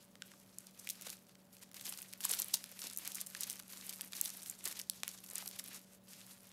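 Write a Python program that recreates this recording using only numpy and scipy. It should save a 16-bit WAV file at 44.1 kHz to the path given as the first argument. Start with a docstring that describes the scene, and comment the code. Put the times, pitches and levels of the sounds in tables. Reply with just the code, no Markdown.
"""Leafing through thin pages

A book on a wooden lectern in a large hall, close to the microphone. Creases buckle with snaps and
crunches (bursts of micro-cracks); sheets rustle (fluttering, crackling noise through resonances).
Pages slap the book with low thuds (a push and a puff of noise, resonated). A near surface returns a
weak echo, ahead of a thin short tail. Shaped noise gives the ventilation's rumble and faint hiss,
and two wavering sines its hum."""
import sys
import numpy as np
from scipy import signal
from scipy.fft import rfft, irfft, next_fast_len
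from scipy.io import wavfile

SR = 44100
rng = np.random.default_rng(int(sys.argv[2]) if len(sys.argv) > 2 else 0)


def master(y):
    """Save y as 16-bit WAV."""
    cut = np.clip(np.atleast_2d(y).T, -1, 1)
    pcm = np.round(cut * 32767)  # scale
    wavfile.write(sys.argv[1], SR, pcm.astype(np.int16))


N = 287950   # length in samples


def from_db(db):
    """Decibels to gain."""
    return 10 ** (np.asarray(db) / 20)


def rms_one(x):
    """Scale to rms 1."""
    return x / np.sqrt(np.mean(x ** 2) + 1e-20)


def coloured(x, spectrum):
    """Give x the spectrum of (f/Hz, level/dB) points, nearly silent outside them; rms 1."""
    size = next_fast_len(len(x))
    hz, level_db = np.transpose(spectrum)
    log_hz = np.log(np.arange(size // 2 + 1) * SR / size + 1)   # + 1 avoids log(0)
    gain = from_db(np.interp(log_hz, np.log(hz), level_db, left=-90, right=-90))
    shaped = irfft(rfft(x, size) * gain, size)
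    return rms_one(shaped[:len(x)])


def drift(corner_hz):
    """Slow chance: noise through a double one-pole low-pass; spread 1."""
    r = np.exp(-2 * np.pi * corner_hz / SR)
    noise = rng.standard_normal(N + SR)
    slow = signal.lfilter([1], [1, -2 * r, r * r], noise)
    return rms_one(slow[SR:])   # the first second lets the filter settle


def resonate(x, hz, width_hz):
    """Two-pole resonance, gain 1 on top."""
    r = np.exp(-np.pi * width_hz / SR)
    zeros = np.array([1, 0, -1]) * (1 - r * r) / 2
    poles = [1, -2 * r * np.cos(2 * np.pi * hz / SR), r * r]
    return signal.lfilter(zeros, poles, x)


def edge(x, hz, kind, order):
    """Butterworth high- or low-pass."""
    return signal.sosfilt(signal.butter(order, hz, kind, fs=SR, output="sos"), x)


# spectrum of the background rumble and hiss, closed above 16 kHz: (f/Hz, relative level per Hz/dB)
BACKGROUND_SPECTRUM = [(15, -52), (42, -19.5), (58, -11.5), (80, -18.5), (110, -3.5), (150, -6.5),
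                       (230, -3), (300, -10.5), (500, -12), (1200, -20), (2700, -28), (11600, -38.5),
                       (15600, -27), (16100, -45)]
# steady hum tones: (f/Hz, mean level/dB rms, width at half height/Hz)
HUM_TONES = [(188.7, -68, 2), (574.6, -79, 2.49)]
BACKGROUND_DB = -68.5   # rms


def ventilation():
    """Broad rumble and hiss, with narrow hum tones whose pitch and level waver a little."""
    out = from_db(BACKGROUND_DB) * coloured(rng.standard_normal(N), BACKGROUND_SPECTRUM)
    t = np.arange(N) / SR
    for hz, level_db, width_hz in HUM_TONES:
        offset_hz = 0.425 * width_hz * drift(3.01)   # 0.425: spread from width at half height
        wander = 2 * np.pi * np.cumsum(offset_hz) / SR
        level = from_db(level_db + 0.72 * drift(1.1))
        out += level * np.sqrt(2) * np.sin(2 * np.pi * hz * t + wander)
    return out


# sheets kept moving under the fingers: (t/s, rustle level/dB rms)
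HANDLING_LEVELS = [(0, -77), (.09, -72), (.32, -65), (.48, -71), (.73, -69.5), (.8, -58), (1.1, -62),
                   (1.22, -70.5), (1.735, -76), (1.75, -54.5), (2.09, -63.5), (2.5, -59.5), (3.34, -63),
                   (3.68, -60.5), (3.76, -56), (4.11, -67), (4.86, -87), (5.26, -59.5), (5.7, -58),
                   (5.84, -71.5), (5.95, -61.5), (6.01, -84), (6.53, -63.5)]
# one sheet sweeping over the next: (peak t/s, peak level/dB rms, swelling/dB per s, fading/dB per s)
SHEET_SWEEPS = [(.03, -67, 244, 197), (.65, -60, 76, 173), (1.13, -53, 73, 222), (1.53, -63.5, 270, 148),
                (1.63, -68, 200, 114), (1.88, -50.5, 115, 64), (2.32, -44.5, 117, 52),
                (2.55, -53.5, 157, 114), (2.859, -47.5, 149, 201), (3.07, -50, 86, 175),
                (3.17, -50.5, 200, 62), (3.419, -46.5, 171, 250), (3.52, -51, 98, 163),
                (3.701, -50.5, 900, 150), (3.73, -61.5, 106, 900), (3.92, -54, 54, 160),
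                (4.03, -54.5, 162, 130), (4.159, -53, 228, 67), (4.24, -48, 96, 81), (4.5, -51.5, 112, 114),
                (4.66, -46.5, 291, 127), (4.801, -48, 185, 498), (4.92, -62, 202, 37),
                (5.06, -55.5, 135, 31), (5.37, -50, 154, 54), (5.754, -48.5, 116, 288),
                (6.13, -53.5, 226, 44)]
SWEEP_HOLD_S = 0.0027   # each sweep stays at its peak this long


def sliding():
    """Gain of the rustle: the powers of handling and of sweeps that swell and fade at their own pace."""
    t = np.arange(0, N, 32) / SR   # every 32nd sample is fine enough
    power = from_db(np.interp(t, *np.transpose(HANDLING_LEVELS))) ** 2
    for s, peak_db, swelling, fading in SHEET_SWEEPS:
        before_db = swelling * (s - t)
        after_db = fading * np.maximum(t - s - SWEEP_HOLD_S, 0)
        power += from_db(peak_db - np.where(t < s, before_db, after_db)) ** 2
    return np.interp(np.arange(N) / SR, t, np.sqrt(power))


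# parts of the sheet, small creases ringing higher: centre f/Hz
SHEET_PARTS_HZ = [600, 1200, 2200, 3700, 5500, 8000, 11500]
# spectrum of the rustle, closed above 16 kHz: (f/Hz, relative level per Hz/dB)
RUSTLE_SPECTRUM = [(250, 8.5), (500, -5), (1000, -3.5), (2500, -2), (4900, -1.5), (8900, -2), (12600, 1),
                   (15600, -5.5), (16100, -51)]
FLUTTER_DB = 1.5   # all parts of the sheet shake together this much


def rustle(median_per_s, spread_db, crackle_db, clumping_db, patchy_db):
    """Sliding sheets: each part rubs with its own flutter, livelier in the treble, and crackles in clumps."""
    clumps = drift(30.0)
    born = rng.random(N) < median_per_s * from_db(clumping_db * clumps) / SR
    clicks = born * from_db(spread_db * np.minimum(rng.exponential(1, N), 2.5))
    part_of_click = rng.integers(0, len(SHEET_PARTS_HZ), N)
    sheet = np.zeros(N)
    for part, hz in enumerate(SHEET_PARTS_HZ):
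        flutter_db = FLUTTER_DB * clumps + patchy_db * min(hz / 2500, 1) * drift(15.6)
        rub = from_db(flutter_db) * rng.standard_normal(N)
        sheet += resonate(rub, hz, 0.74 * hz)
        r = np.exp(-hz / SR / 4.7)   # a crackle lasts a few cycles
        dying = rms_one(signal.lfilter([1], [1, -r], clicks * (part_of_click == part) + 1e-18))
        crackle = from_db(crackle_db) * dying * rng.standard_normal(N)
        sheet += resonate(crackle, hz, 0.82 * hz)
    return sliding() * coloured(sheet, RUSTLE_SPECTRUM)


# creases snapping at once: (peak t/s, peak level/dB rms, low edge f/Hz, high edge f/Hz)
CREASE_SNAPS = [(0.155, -46.5, 400, 6250), (0.2212, -35, 2900, 4630), (0.317, -48.5, 900, 5700),
                (0.5854, -33, 6240, 8700), (0.8725, -37, 1390, 16000), (0.8902, -30.5, 2480, 16000),
                (0.8997, -28.5, 2440, 16000), (0.9037, -28.5, 4500, 14000), (0.909, -36, 2510, 16000),
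                (1.012, -40, 2260, 16000), (1.022, -38, 1130, 16000), (1.102, -33.5, 3190, 10000),
                (1.128, -45, 2500, 12000), (1.294, -52.5, 800, 7050), (1.3542, -51, 1130, 6300),
                (1.568, -49, 400, 16000), (1.715, -48, 1130, 16000), (1.744, -41, 800, 16000),
                (1.811, -38, 1420, 16000), (1.9377, -39.0, 3580, 5000), (1.975, -37.5, 1790, 16000),
                (2.019, -35.5, 9000, 12700), (2.1357, -35, 1420, 16000), (2.206, -35.5, 900, 14300),
                (2.211, -38, 5670, 8000), (2.3107, -29, 2010, 16000), (2.344, -34, 8020, 11300),
                (2.3494, -31.5, 9000, 12700), (2.4193, -24, 6200, 8900), (2.445, -33, 8950, 12700),
                (2.484, -36, 9000, 12700), (2.641, -34.5, 1450, 16100), (2.716, -42, 9050, 16000),
                (2.7918, -37.5, 1420, 11300), (2.818, -34, 4470, 6260), (2.9, -40, 2530, 9000),
                (2.911, -42, 5060, 12700), (2.9336, -38, 7150, 10100), (2.963, -38, 6370, 9000),
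                (2.974, -26.5, 6200, 16000), (2.9863, -32, 6250, 14300), (2.9953, -43, 9000, 12700),
                (3.0558, -36.5, 1790, 12700), (3.076, -28, 1610, 16000), (3.119, -36, 2010, 16000),
                (3.1476, -32.0, 4010, 16000), (3.206, -35.5, 5030, 7100), (3.2134, -28.5, 4430, 14300),
                (3.264, -38.5, 8020, 11300), (3.3493, -34.5, 1130, 9000), (3.408, -27, 7200, 16000),
                (3.499, -28.5, 3190, 16000), (3.507, -32, 5670, 8000), (3.515, -39, 1420, 16000),
                (3.529, -36, 7240, 10200), (3.5938, -41, 900, 14300), (3.773, -41.5, 800, 9000),
                (3.8118, -41.5, 3130, 4440), (3.9272, -39.5, 2260, 9000), (3.9943, -49, 800, 12700),
                (4.01, -29.5, 1630, 14300), (4.017, -33, 7850, 11300), (4.123, -41.5, 400, 16000),
                (4.133, -33.0, 1460, 7100), (4.1513, -44, 1600, 16000), (4.168, -37, 5030, 7100),
                (4.2127, -18.5, 5960, 16000), (4.2509, -30.5, 9000, 12700), (4.372, -39.0, 9000, 12700),
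                (4.432, -38.5, 6370, 9000), (4.461, -38.5, 1790, 16000), (4.4844, -43, 7150, 10100),
                (4.5897, -47, 1420, 12700), (4.608, -47, 900, 7100), (4.6866, -36, 9000, 16000),
                (4.792, -33, 3190, 16000), (4.815, -34, 5000, 7100), (4.898, -22, 3600, 12000),
                (5.0339, -25.5, 620, 8100), (5.0792, -28, 1420, 16000), (5.09, -37, 4510, 6300),
                (5.177, -46, 1600, 10100), (5.2417, -42.0, 9000, 12700), (5.263, -44, 5060, 7100),
                (5.2897, -43, 1130, 16000), (5.301, -38.5, 6370, 9000), (5.313, -40, 7150, 10100),
                (5.3344, -40, 9000, 12700), (5.3561, -27.0, 6960, 10000), (5.424, -41.5, 400, 16000),
                (5.4595, -36.5, 7150, 12700), (5.4772, -31.0, 3560, 14300), (5.4884, -38.0, 8000, 11300),
                (5.5124, -40.0, 1600, 16000), (5.5901, -34.5, 2840, 16000), (5.6402, -39, 9000, 12700),
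                (5.6618, -42, 1420, 16000), (6.5208, -40.5, 4600, 6350)]
# creases crunching over a moment:
# (peak t/s, peak level/dB rms, build-up t/s, dying t/s, low edge f/Hz); both times span 60 dB
CREASE_CRUNCHES = [(0.67, -48.5, 0.023, 0.0071, 3420), (0.798, -46, 0.035, 0.0075, 4300),
                   (1.072, -44, 0.11, 0.026, 630), (1.095, -43, 0.0065, 0.0087, 1420),
                   (1.635, -51.5, 0.13, 0.016, 900), (1.856, -40.5, 0.024, 0.021, 2290),
                   (1.8934, -38.5, 0.022, 0.044, 7700), (1.9252, -37, 0.0094, 0.0071, 900),
                   (1.988, -43.5, 0.013, 0.029, 1250), (2.0276, -42, 0.0099, 0.006, 2010),
                   (2.129, -45, 0.014, 0.017, 1420), (2.239, -39, 0.012, 0.086, 1790),
                   (2.247, -34.5, 0.0016, 0.042, 1420), (2.2521, -24.5, 0.008, 0.015, 7200),
                   (2.295, -32.5, 0.023, 0.011, 5640), (2.316, -28, 0.033, 0.012, 6700),
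                   (2.337, -29, 0.014, 0.0087, 1700), (2.39, -33.5, 0.016, 0.045, 3030),
                   (2.4, -25.5, 0.0046, 0.0081, 7100), (2.541, -23, 0.015, 0.033, 3240),
                   (2.5556, -37, 0.016, 0.0093, 3470), (2.87, -37, 0.0081, 0.016, 2970),
                   (3.05, -42.5, 0.0053, 0.028, 1270), (3.155, -36.0, 0.015, 0.018, 6370),
                   (3.27, -40, 0.0087, 0.017, 6300), (3.4343, -29.5, 0.0084, 0.0072, 2840),
                   (3.441, -38, 0.014, 0.008, 4000), (3.5988, -43, 0.026, 0.016, 1010),
                   (3.8665, -42.5, 0.0015, 0.031, 8000), (3.8937, -36, 0.0015, 0.036, 3150),
                   (4.2578, -33.5, 0.015, 0.02, 2460), (4.28, -43, 0.0047, 0.0049, 2010),
                   (4.303, -37.5, 0.0092, 0.005, 3500), (4.498, -31.5, 0.0012, 0.017, 6940),
                   (4.6414, -40.5, 0.0015, 0.027, 8020), (4.6553, -33.5, 0.018, 0.035, 3520),
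                   (4.676, -37, 0.0062, 0.0078, 1270), (4.714, -41.5, 0.019, 0.016, 1270),
                   (4.7265, -40, 0.012, 0.0069, 1270), (4.7975, -38, 0.012, 0.019, 2290),
                   (5.381, -34.5, 0.0013, 0.025, 5700), (5.597, -36.5, 0.03, 0.0073, 1730)]
SNAP_RISE_S, SNAP_FALL_S = 0.00033, 0.0078   # each spans 60 dB
CRUNCH_TOP_HZ = 12000   # high edge of every crunch
FIRST_CRACK = 7.2   # push added at a crease's peak, against cracks of spread 1 before roughening
BROAD_HZ, PAPER_TOP_HZ = 1500, 15000   # every crease sounds faintly over this whole span
BRIGHTENING = 0.33   # thin paper radiates treble better: share of each sample taken from the next


def snaps(broad_db, roughness_db):
    """Each crease builds up and dies as a burst of uneven micro-cracks, strongest in its own band."""
    size, lead = 3072, 1024   # samples per burst, samples before its peak
    out = np.zeros(N + size)
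    t = (np.arange(size) - lead) / SR
    creases = [(s, peak_db, SNAP_RISE_S, SNAP_FALL_S, low_hz, high_hz)
               for s, peak_db, low_hz, high_hz in CREASE_SNAPS]
    creases += [(*row, CRUNCH_TOP_HZ) for row in CREASE_CRUNCHES]
    cracks = rng.standard_normal((len(creases), 2, size))
    for (s, peak_db, rise, fall, low_hz, high_hz), (fine, uneven) in zip(creases, cracks):
        shape = from_db(-60 * np.where(t < 0, -t / rise, t / fall))
        burst = fine * from_db(roughness_db * uneven) * shape + FIRST_CRACK * (t == 0)
        burst = edge(burst, PAPER_TOP_HZ, "low", order=2)
        burst = signal.lfilter([1, -BRIGHTENING], [1], burst)
        own = edge(burst, low_hz, "high", order=4)   # small creases radiate no bass
        own = edge(own, high_hz, "low", order=2)
        bright = own + from_db(broad_db) * edge(burst, BROAD_HZ, "high", order=2)
        # same energy as plain noise of the listed peak rms under this shape
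        level = from_db(peak_db) * np.linalg.norm(shape) / np.linalg.norm(bright)
        at = round(s * SR) - lead
        out[at:at + size] += level * bright
    return out[:N]


# pages slapping the book on the lectern: (t/s, peak level/dB, centre f/Hz)
PAGE_SLAPS = [(0.2211, -37, 1500), (.337, -48.5, 1210), (0.873, -33.5, 2050), (1.068, -44.5, 480),
              (1.924, -57, 1670), (2.252, -36, 1030), (2.315, -42.5, 462), (2.336, -52, 1100),
              (2.397, -40, 980), (2.542, -37, 1010), (2.72, -50, 506), (3.35, -35.5, 1820),
              (3.995, -45, 890), (4.666, -48.5, 470), (5.034, -44, 654), (5.079, -57, 1400),
              (5.149, -50, 825), (5.329, -52, 494), (5.425, -44, 845)]


def knocks(t60_s, push):
    """A slap is one push plus a short puff of noise in a low resonance of book and wood."""
    size = 2048
    out = np.zeros(N + size)
    dying = from_db(-60 * np.arange(size) / SR / t60_s)
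    puffs = rng.standard_normal((len(PAGE_SLAPS), size))
    for (s, peak_db, hz), puff in zip(PAGE_SLAPS, puffs):
        blow = puff * dying + push * signal.unit_impulse(size)
        thud = resonate(blow, hz, 0.19 * hz)
        thud = resonate(thud, hz, 12.3 * hz)   # very wide
        at = round(s * SR)
        out[at:at + size] += from_db(peak_db) * thud / np.abs(thud).max()
    return out[:N]


# echo from a near surface: (delay t/s, level/dB)
NEAR_ECHOES = [(0.012, -21.5)]
HALL_DB, HALL_T60_S = -17, 0.21   # whole tail before its treble is softened; time to fall 60 dB


def hall(x):
    """A weak early echo, then a thin diffuse tail, both softened in the treble."""
    t = np.arange(SR) / SR
    tail = rng.standard_normal(SR) * from_db(-60 * t / HALL_T60_S) * (t > .015)
    response = from_db(HALL_DB) * tail / np.linalg.norm(tail)
    for delay_s, level_db in NEAR_ECHOES:
        response[round(delay_s * SR)] += from_db(level_db)
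    wet = signal.fftconvolve(x, response)[:N]
    return edge(wet, 9000, "low", order=1)


def scene():
    """Pages close by, their echo and tail, and the background of the hall."""
    pages = snaps(broad_db=-27.5, roughness_db=5) + knocks(t60_s=0.013, push=2.0)
    pages += rustle(median_per_s=450, spread_db=8.0, crackle_db=0.5, clumping_db=4.5, patchy_db=4.5)
    return (pages + hall(pages) + ventilation())[None]


CUTOFF_HZ = 16900   # 70 dB down from here up


def record(dry):
    """The last treble is softened, then the top is cut steeply."""
    soft = edge(dry, 15900, "low", order=4)
    return signal.sosfilt(signal.cheby2(14, 70, CUTOFF_HZ, fs=SR, output="sos"), soft)


dry = scene()
out = record(dry)
master(out)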